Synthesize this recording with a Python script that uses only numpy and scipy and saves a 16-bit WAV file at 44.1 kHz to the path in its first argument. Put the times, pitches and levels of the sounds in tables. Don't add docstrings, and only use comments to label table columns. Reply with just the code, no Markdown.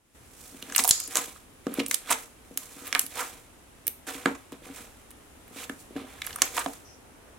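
import sys
import numpy as np
from scipy import signal
from scipy.fft import rfft, irfft
from scipy.io import wavfile
from scipy.ndimage import uniform_filter1d

SR = 44100
rng = np.random.default_rng(int(sys.argv[2]) if len(sys.argv) > 2 else 0)


def wav_out(sig):
    wavfile.write(sys.argv[1], SR, np.round(np.clip(np.atleast_2d(sig).T, -1, 1) * 32767).astype(np.int16))


N = 325809
SLIME_PAN_DB = -3.5


def undb(db):
    return 10 ** (np.asarray(db) / 20)


def unit(x):
    return x / np.sqrt(np.mean(x ** 2))


def curves(table):
    s, *columns = np.transpose(table)
    return [np.interp(np.arange(N) / SR, s, c) for c in columns]


def band(x, hz, width):
    return signal.lfilter(*signal.iirpeak(min(hz, .45 * SR), hz / width, SR), x)


def cut(x, hz, kind):
    return signal.sosfilt(signal.butter(3, hz, kind, fs=SR, output="sos"), x)


def add(out, at_s, sound):
    i = int(at_s * SR)
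    n = min(sound.shape[-1], N - i)
    out[..., i:i + n] += sound[..., :n]


def sides(pan_db):
    return undb(np.array([pan_db, -pan_db]) / 2)[:, None]


def room_noise():
    # f/Hz, relative density level/dB
    spectrum = [(15, -36), (25, -5.5), (70, -1), (180, -9), (256, -3), (317, -5.5), (1370, -13.5),
                (1520, -15), (2760, -18.5), (4740, -26), (9840, -20.5), (13600, -29), (16000, -35)]
    # t/s, level/dB, midrange gain/dB
    course = [(0, -67.5, -0.5), (.144, -60.5, -8.5), (.149, -52, -4), (2, -52.5, -2.5), (4.5, -52.5, -2),
              (6.7, -49.5, -1.5), (6.95, -53.5, 1), (7.39, -53.5, 2.5)]
    level_db, middle_db = curves(course)
    knot_hz, knot_db = np.transpose(spectrum)
    hz = np.maximum(np.fft.rfftfreq(N, 1 / SR), 1)
    colour = undb(np.interp(np.log(hz), np.log(knot_hz), knot_db))
    coherence = .95 / (1 + (hz / 250) ** 1.3)
    mid, side = rfft(rng.standard_normal((2, N))) * colour * np.sqrt([1 + coherence, 1 - coherence])
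    noise = unit(irfft(np.array([mid + side, mid - side]), N))
    return undb(level_db) * (noise + (undb(middle_db) - 1) * band(noise, 660, 2100))


def reverberation(x):
    t = np.arange(SR // 2) / SR
    noise = rng.standard_normal((3, len(t)))
    bass = cut(noise, 498, "low")
    diffuse = noise[1:] - bass[1:] + 1.607 * bass[0] + 0.263 * bass[1:]
    dull = cut(diffuse, 2620, "low")
    bright = cut(diffuse - dull, 14000, "low")
    onset = np.clip(t / 0.001033 - 1, 0, 1)
    tail = 0
    for part, t60, db in ((dull, 0.2535, -6), (bright, 0.273, -9)):
        decay = np.exp(-np.log(1000) * t / t60) * onset
        tail = tail + undb(db) * part * decay / np.linalg.norm(decay)
    return signal.fftconvolve(x.mean(0)[None], tail, axes=1)[:, :N]


def hiss(course, hz, width):
    noise = rng.standard_normal((2, N))
    return undb(curves(course)[0]) * unit(band(band(noise, hz, width), hz, width))


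def faint_hiss():
    # t/s, level/dB
    course = [(6.82, -90), (6.86, -56), (6.95, -58.5), (7.01, -75.5)]
    return hiss(course, 5670, 1166)


def air_fizz():
    # t/s, level of the upper band/dB
    course = [(.905, -88), (.912, -31.5), (.95, -34), (1.07, -44), (1.2, -88)]
    return hiss(course, 6990, 900) + undb(-4) * hiss(course, 4900, 1500)


def low_thump(at_s=0.909, peak_db=-28, length_ms=2.1):
    out = np.zeros(N)
    add(out, at_s, undb(peak_db) * np.hanning(int(length_ms * SR / 1000) + 2))
    return out


def table_knocks(slime_pull, contact_ms=1.462, settle_ms=13):
    # t/s, drive level/dB
    knocks = [(0.523, -37.5), (0.545, -33), (0.628, -32), (0.686, -32.5), (0.715, -31.5), (0.795, -24.5),
              (1.082, -36), (1.185, -27), (1.28, -33.5), (1.667, -11.5), (1.72, -25), (1.785, -11),
              (1.803, -15.5), (1.885, -30), (2.102, -29), (2.51, -32), (2.56, -36), (2.765, -34.5),
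              (2.82, -35.5), (2.931, -38.5), (3.038, -33.5), (3.875, -34), (6.42, -26), (4.077, -31),
              (4.151, -28), (4.258, -9), (4.275, -25), (4.312, -25), (4.524, -25.5), (4.62, -36),
              (4.665, -33.5), (4.699, -29.5), (4.804, -35.5), (5.51, -37), (5.561, -32.5), (5.697, -21.5),
              (5.907, -30.5), (5.9565, -24), (5.9635, -18), (6.015, -29), (6.045, -32), (6.662, -20.5)]
    # f/Hz, level/dB, T60/s
    modes = [(195.5, -24.5, 0.084), (276, -3.5, 0.084), (355, -9, 0.0359), (476, -8, 0.032),
             (602.1, -15.5, 0.0315), (752, -16, 0.0277), (1088.3, -27, 0.0466)]
    t = np.arange(SR // 3) / SR
    response = sum(undb(db) * np.sin(2 * np.pi * hz * t) * np.exp(-np.log(1000) * t / t60)
                   for hz, db, t60 in modes)
    force = undb(-20) * slime_pull
    contact = np.hanning(int(contact_ms * SR / 1000) + 2)
    for (s, db), noise in zip(knocks, rng.standard_normal((len(knocks), 2048))):
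        bumps = 0.0354 * noise * np.exp(-t[:2048] * 1000 / settle_ms)
        bumps[0] = 1
        bumps /= np.sqrt(np.mean(abs(rfft(bumps)[8:20]) ** 2))
        add(force, s, undb(db) * np.convolve(bumps, contact) / contact.sum())
    return cut(signal.fftconvolve(force, response)[:N], 253, "high")


def ruptures(per_s, spread_db):
    timing, strength, polarity = rng.random((3, N))
    size = undb(np.minimum(-spread_db * np.log(1 - strength), 14))
    return (timing < per_s / SR) * size * np.sign(polarity - .5)


def uneven_release(per_s, spread_db):
    step = int(SR / per_s)
    steps = np.repeat(rng.standard_normal(N // step + 1), step)
    return undb(spread_db * uniform_filter1d(steps, step // 2)[:N])


def pull_power(s, swell_s, hold_s, fade_s):
    t = np.arange(N * 1000 // SR + 1) / 1000 - s
    outside_hold = np.maximum(-t / swell_s, (t - hold_s) / fade_s)
    return 10 ** (-2 * np.maximum(outside_hold, 0))


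def peeling_skin():
    # t/s at full strength, squelch level/dB, crackle level/dB, 20 dB swell/s, hold/s, 20 dB fade/s
    pulls = [(0.425, -61, -50.5, 0.25, 0.044, 0.67), (0.683, -48.5, -52, 0.3449, 0.051, 0.13),
             (0.787, -36, -28.5, 0.0589, 0.0053, 0.0743), (0.887, -48.5, -32.5, 0.1243, .005, 0.0634),
             (0.951, -50, -45.5, 0.0532, 0.054, 0.2043), (1.162, -33.5, -31.5, 0.0843, 0.0056, 0.1533),
             (1.722, -51.5, -59.5, 0.0857, .02, 0.18), (1.798, -38.5, -44, 0.12, .002, 0.0573),
             (1.947, -48, -34.5, 0.0879, 0.00194, 0.0216), (2.116, -33, -38, 0.0861, 0.0058, 0.1),
             (2.185, -48, -43, 0.0123, 0.0055, 0.1153), (2.581, -52, -46, 0.01, 0.0049, 0.33),
             (2.748, -52, -50.5, 0.36, 0.047, 0.12), (2.861, -43.5, -45, 0.0754, 0.0176, 0.0755),
             (2.95, -32, -39, 0.0381, .002, 0.052), (3.002, -57, -38, 0.0241, .005, 0.11),
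             (3.186, -36, -36, 0.0876, 0.0276, 0.1668), (4.073, -37.5, -40.5, 0.009, 0.0177, 0.2759),
             (4.528, -48.5, -56, 0.01, 0.0044, 0.0529), (4.644, -49, -53.5, 0.0275, 0.054, 0.1868),
             (4.763, -46.5, -46, 0.06, 0.0095, 0.21), (5.592, -43, -43, 0.0867, 0.0346, 0.0634),
             (5.707, -59, -51, 0.03, .005, 0.1), (5.803, -68, -51, 0.0635, 0.0097, 0.07),
             (5.969, -44, -56, 0.0364, .005, 0.1942), (6.105, -47.5, -53.5, 0.0941, 0.0049, 0.2145),
             (6.257, -47.5, -49, 0.1065, 0.0194, 0.4476), (6.431, -39, -42, 0.0576, 0.00205, 0.1324),
             (6.575, -37.5, -37, 0.0981, .01, 0.1571), (6.714, -63, -51.5, 0.4, 0.045, 0.1)]
    # f/Hz, bandwidth/Hz, relative level/dB
    cavities = [(756.7, 486, -2.5), (1165, 367, 3.5), (1698, 600, -2.5), (2321, 663, -1), (3360, 1340, -1)]
    # f/Hz, bandwidth/Hz, relative level/dB
    crackle_bands = [(5300, 1800, -7), (7655, 3110, 1.5), (9740, 5140, -3.5), (14000, 11000, -13)]
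    power = sum(undb([[squelch_db], [crackle_db]]) ** 2 * pull_power(s, *times_s)
                for s, squelch_db, crackle_db, *times_s in pulls)
    t_ms = np.arange(N) * 1000 / SR
    squelch_gain, crackle_gain = (np.interp(t_ms, np.arange(len(v)), v) for v in np.sqrt(power))
    fits = uneven_release(per_s=120, spread_db=2.3)
    squelch = sum(undb(db) * unit(band(band(ruptures(.5 * hz, 3.6), hz, width), hz, 2 * width))
                  for hz, width, db in cavities)
    ticks = ruptures(4400, 3.22) + 1.345 * np.array([ruptures(3400, 3.33), ruptures(3700, 3.85)])
    crackle = cut(sum(undb(db) * band(ticks, hz, width) for hz, width, db in crackle_bands), 3200, "high")
    peel = squelch_gain * unit(fits * squelch) + crackle_gain * unit(fits * crackle)
    return peel * sides(SLIME_PAN_DB)


def burst(tear, length_ms, pocket_db, snap_db, pocket_hz, snap_hz, pan_db, pocket_q, stereo_spread):
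    shared = tear[0]
    film = shared + stereo_spread * tear[1:]
    snap = band(film, snap_hz, 0.33 * snap_hz) + .12 * cut(film, 12000, "low")
    snap = cut(snap, 2600, "high")
    pocket = band(shared, pocket_hz, pocket_hz / pocket_q) + 0.06 * cut(shared, 693, "high")
    pocket = cut(pocket, max(3500, 1.348 * pocket_hz), "low")
    pop = undb(snap_db) * snap / np.linalg.norm(snap[0])
    pop += undb(pocket_db) * pocket / np.linalg.norm(pocket)
    return np.sqrt(length_ms * SR / 1000) * pop * sides(pan_db)


def ripping_folds():
    # t/s, pocket level/dB, snap level/dB, pocket f/Hz, snap f/Hz, length/ms
    rips = [(0.793, -25, -25.5, 2200, 4200, 6.2), (0.85, -26, -24, 842, 6790, 4.33),
            (0.893, -40.5, -22, 2830, 10770, 8.45), (0.9095, -29.5, -17, 4480, 7000, 3.5),
            (1.159, -35, -32.5, 1307, 7300, 15.5), (1.173, -37, -31, 1130, 6440, 17),
            (1.793, -29, -33.5, 2400, 4220, 12.16), (2.078, -50, -56.5, 1360, 8300, 15.4),
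            (2.103, -23.5, -24.5, 1054, 8800, 16.8), (2.122, -27.5, -24, 2400, 7400, 9.6),
            (3.012, -54.5, -30.5, 1150, 9000, 8.4), (3.159, -41, -49, 917, 3930, 38),
            (3.19, -34.5, -43, 1280, 8600, 18.2), (3.208, -34, -50, 1226, 7550, 24.9),
            (4.068, -44.5, -43, 1490, 8500, 8.5), (4.086, -41, -43.5, 1456, 6000, 10.4),
            (4.263, -36, -50, 880, 7200, 33.8), (4.348, -44.5, -50.5, 1114, 6640, 12.9),
            (5.56, -50.5, -50.5, 2740, 3870, 49), (5.638, -41.5, -44, 3300, 7000, 7.3),
            (6.5665, -31, -30, 1020, 8000, 5.3), (6.576, -24.5, -29.5, 1088, 2900, 9),
            (6.59, -33.5, -31, 1093, 8500, 10.3), (6.604, -35.5, -43.5, 1157, 3780, 17.3)]
    out, t = np.zeros((2, N)), np.arange(4096) / SR
    for (s, *timbre, length_ms), noise in zip(rips, rng.standard_normal((len(rips), 4, 4096))):
        progress = t * 1000 / length_ms
        envelope = progress ** 0.205 * np.exp(-progress ** 3)
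        grain = np.exp(.6 * noise[3])
        tear = noise[:3] * grain * envelope
        add(out, s, burst(tear, length_ms, *timbre, SLIME_PAN_DB, pocket_q=2.79, stereo_spread=0.87))
    return out


def bursting_pockets(length_ms=4, cupped_db=-8, delay_scatter=0.02):
    # t/s, pocket level/dB, snap level/dB, pocket f/Hz, snap f/Hz, left minus right/dB
    pockets = [(0.6251, -34, -34.5, 3390, 3970, -4.5), (0.6993, -40, -39, 1840, 6520.0, -2),
               (0.723, -36.5, -33.5, 1840, 6870.0, 0.5), (0.7491, -32.5, -24.5, 2290.0, 3950.0, -1),
               (0.7617, -22.5, -17, 2290, 9860, -5.5), (0.7808, -33, -14, 1390, 6500, 4),
               (0.7903, -24.5, -19, 1050, 6580, -1), (0.8385, -31, -24, 4300, 9000, -9),
               (0.8461, -27, -22.5, 774, 10110.0, 4), (0.8774, -36.5, -17.5, 970, 13470.0, -6),
               (0.8915, -28.5, -15, 3430.0, 10270, -0.5), (0.887, -37.5, -28.5, 3000, 11000, -1.5),
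               (0.909, -11, -10, 4510, 6920, 3.5), (1.0012, -42, -25, 2300, 8270, -5.5),
               (1.038, -61, -33.5, 1910.0, 7260.0, -3), (1.0763, -60.5, -36, 2240.0, 9950, 7),
               (1.156, -30, -20, 1270, 6770, -1.5), (1.1707, -28, -18.5, 2920, 7330, 3),
               (1.36, -46.5, -52, 1304, 4000, -3), (1.668, -35.5, -43.5, 1245, 3870.0, -7),
               (1.7398, -44.5, -35, 1340.0, 11960, -4), (1.8627, -40.5, -32, 2360, 8480, -3.5),
               (1.8828, -55.5, -32.5, 2250.0, 14560.0, 1), (1.897, -61, -37, 2270.0, 13630.0, -6),
               (1.912, -25, -19, 2200, 7020, -1.5), (1.9431, -35, -19, 2260, 9670, -6.5),
               (2.095, -35, -42, 2230, 3690, -5.5), (2.574, -37.5, -23.5, 2810, 12350, -1.5),
               (2.869, -45, -36.5, 2000, 12500, -2.5), (2.8769, -44.5, -33, 2260.0, 11890.0, -1.5),
               (2.9273, -22.5, -31, 2230, 5400, -3.5), (2.95, -22, -26, 2450, 4040, -11.5),
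               (2.9565, -21.5, -42, 1640, 3710.0, -4.5), (2.964, -30, -33, 1190, 7800, 1),
               (2.981, -44, -39, 1100.0, 10490.0, 4), (2.9932, -35, -14.5, 2370, 10500, -2),
               (3.064, -48, -36, 2660.0, 11400, -4.0), (3.8686, -40, -23, 2400, 11800, -5),
               (3.8783, -37, -17, 2400, 12200, -4.5), (4.2579, -16.5, -32, 1750, 7000, -6),
               (4.521, -44.5, -46, 930.0, 9250.0, 0), (5.1057, -57.5, -43, 1120.0, 8550, -9),
               (5.113, -54, -45.5, 2200, 11000, -3.5), (5.479, -59, -48.5, 2000, 13000, -2.5),
               (5.6956, -32, -36, 1750, 3360, -5.5), (5.9635, -42, -47, 1650, 3100, -4),
               (6.2186, -30, -36.5, 2270, 3590, -1), (6.2482, -39, -47, 2200, 7500, -1.5),
               (6.2656, -47.5, -31, 2820.0, 10200, -7.5), (6.271, -36, -40, 1800, 5500, -3),
               (6.3065, -40, -43, 1920, 3760.0, 0.5), (6.329, -42.5, -42.5, 2500, 4500, -2.5),
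               (6.3595, -36, -27.5, 1280, 10000, -2.5), (6.386, -37.5, -43, 1230, 9580, -1.5),
               (6.419, -17.5, -11.5, 1500, 7240, -1.5), (6.454, -50, -34, 2500, 13000, -3.5),
               (6.661, -24, -36, 704, 2800, -3.5)]
    # start t/s, end t/s
    cupped = [(.77, .9), (1.15, 1.2), (2.92, 2.97)]
    # delay/ms, level/dB, scatter between pops and sides/dB
    echoes = [(1.05, -10, 4), (1.76, -1.5, 2), (2.4, -6, 3.5)]
    reflected, bare, t = np.zeros((2, N)), np.zeros((2, N)), np.arange(512) / SR
    envelope = np.exp(-t / 0.00022) + .13 * np.exp(-t / .003)
    scatters = rng.standard_normal((len(pockets), len(echoes), 3))
    tears = rng.standard_normal((len(pockets), 3, 512))
    for (s, *timbre, pan_db), tear, scatter in zip(pockets, tears, scatters):
        tear[0, 0] = 3.3
        pop = burst(tear * envelope, length_ms, *timbre, pan_db, pocket_q=3.1, stereo_spread=1.5)
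        heard = pop.copy()
        shield_db = cupped_db * any(start < s < end for start, end in cupped)
        for (delay_ms, db, scatter_db), (lateness, *strength) in zip(echoes, scatter):
            lag = int(delay_ms * (1 + delay_scatter * lateness) * SR / 1000)
            gain = undb(db + shield_db + scatter_db * np.array(strength))
            heard[:, lag:] += gain[:, None] * pop[:, :-lag]
        add(reflected, s, heard * np.linalg.norm(pop) / np.linalg.norm(heard))
        add(bare, s, pop)
    return reflected, bare


def scene():
    pops, bare_pops = bursting_pockets()
    rips, peel = ripping_folds(), peeling_skin()
    knocks = table_knocks(peel.mean(0) + undb(-17.5) * rips.mean(0))
    direct = cut(pops + rips + peel, 452.6, "high")
    to_walls = cut(bare_pops + rips + peel, 300, "high") + undb(-5.5) * knocks
    slime = direct + reverberation(to_walls)
    slime -= .3 * band(slime, hz=4800, width=800)
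    return slime + knocks + room_noise() + air_fizz() + faint_hiss() + low_thump()


def record(dry):
    return signal.sosfilt(signal.ellip(12, .3, 100, 16000, fs=SR, output="sos"), np.clip(dry, -1, 1))


dry = scene()
out = record(dry)
wav_out(out)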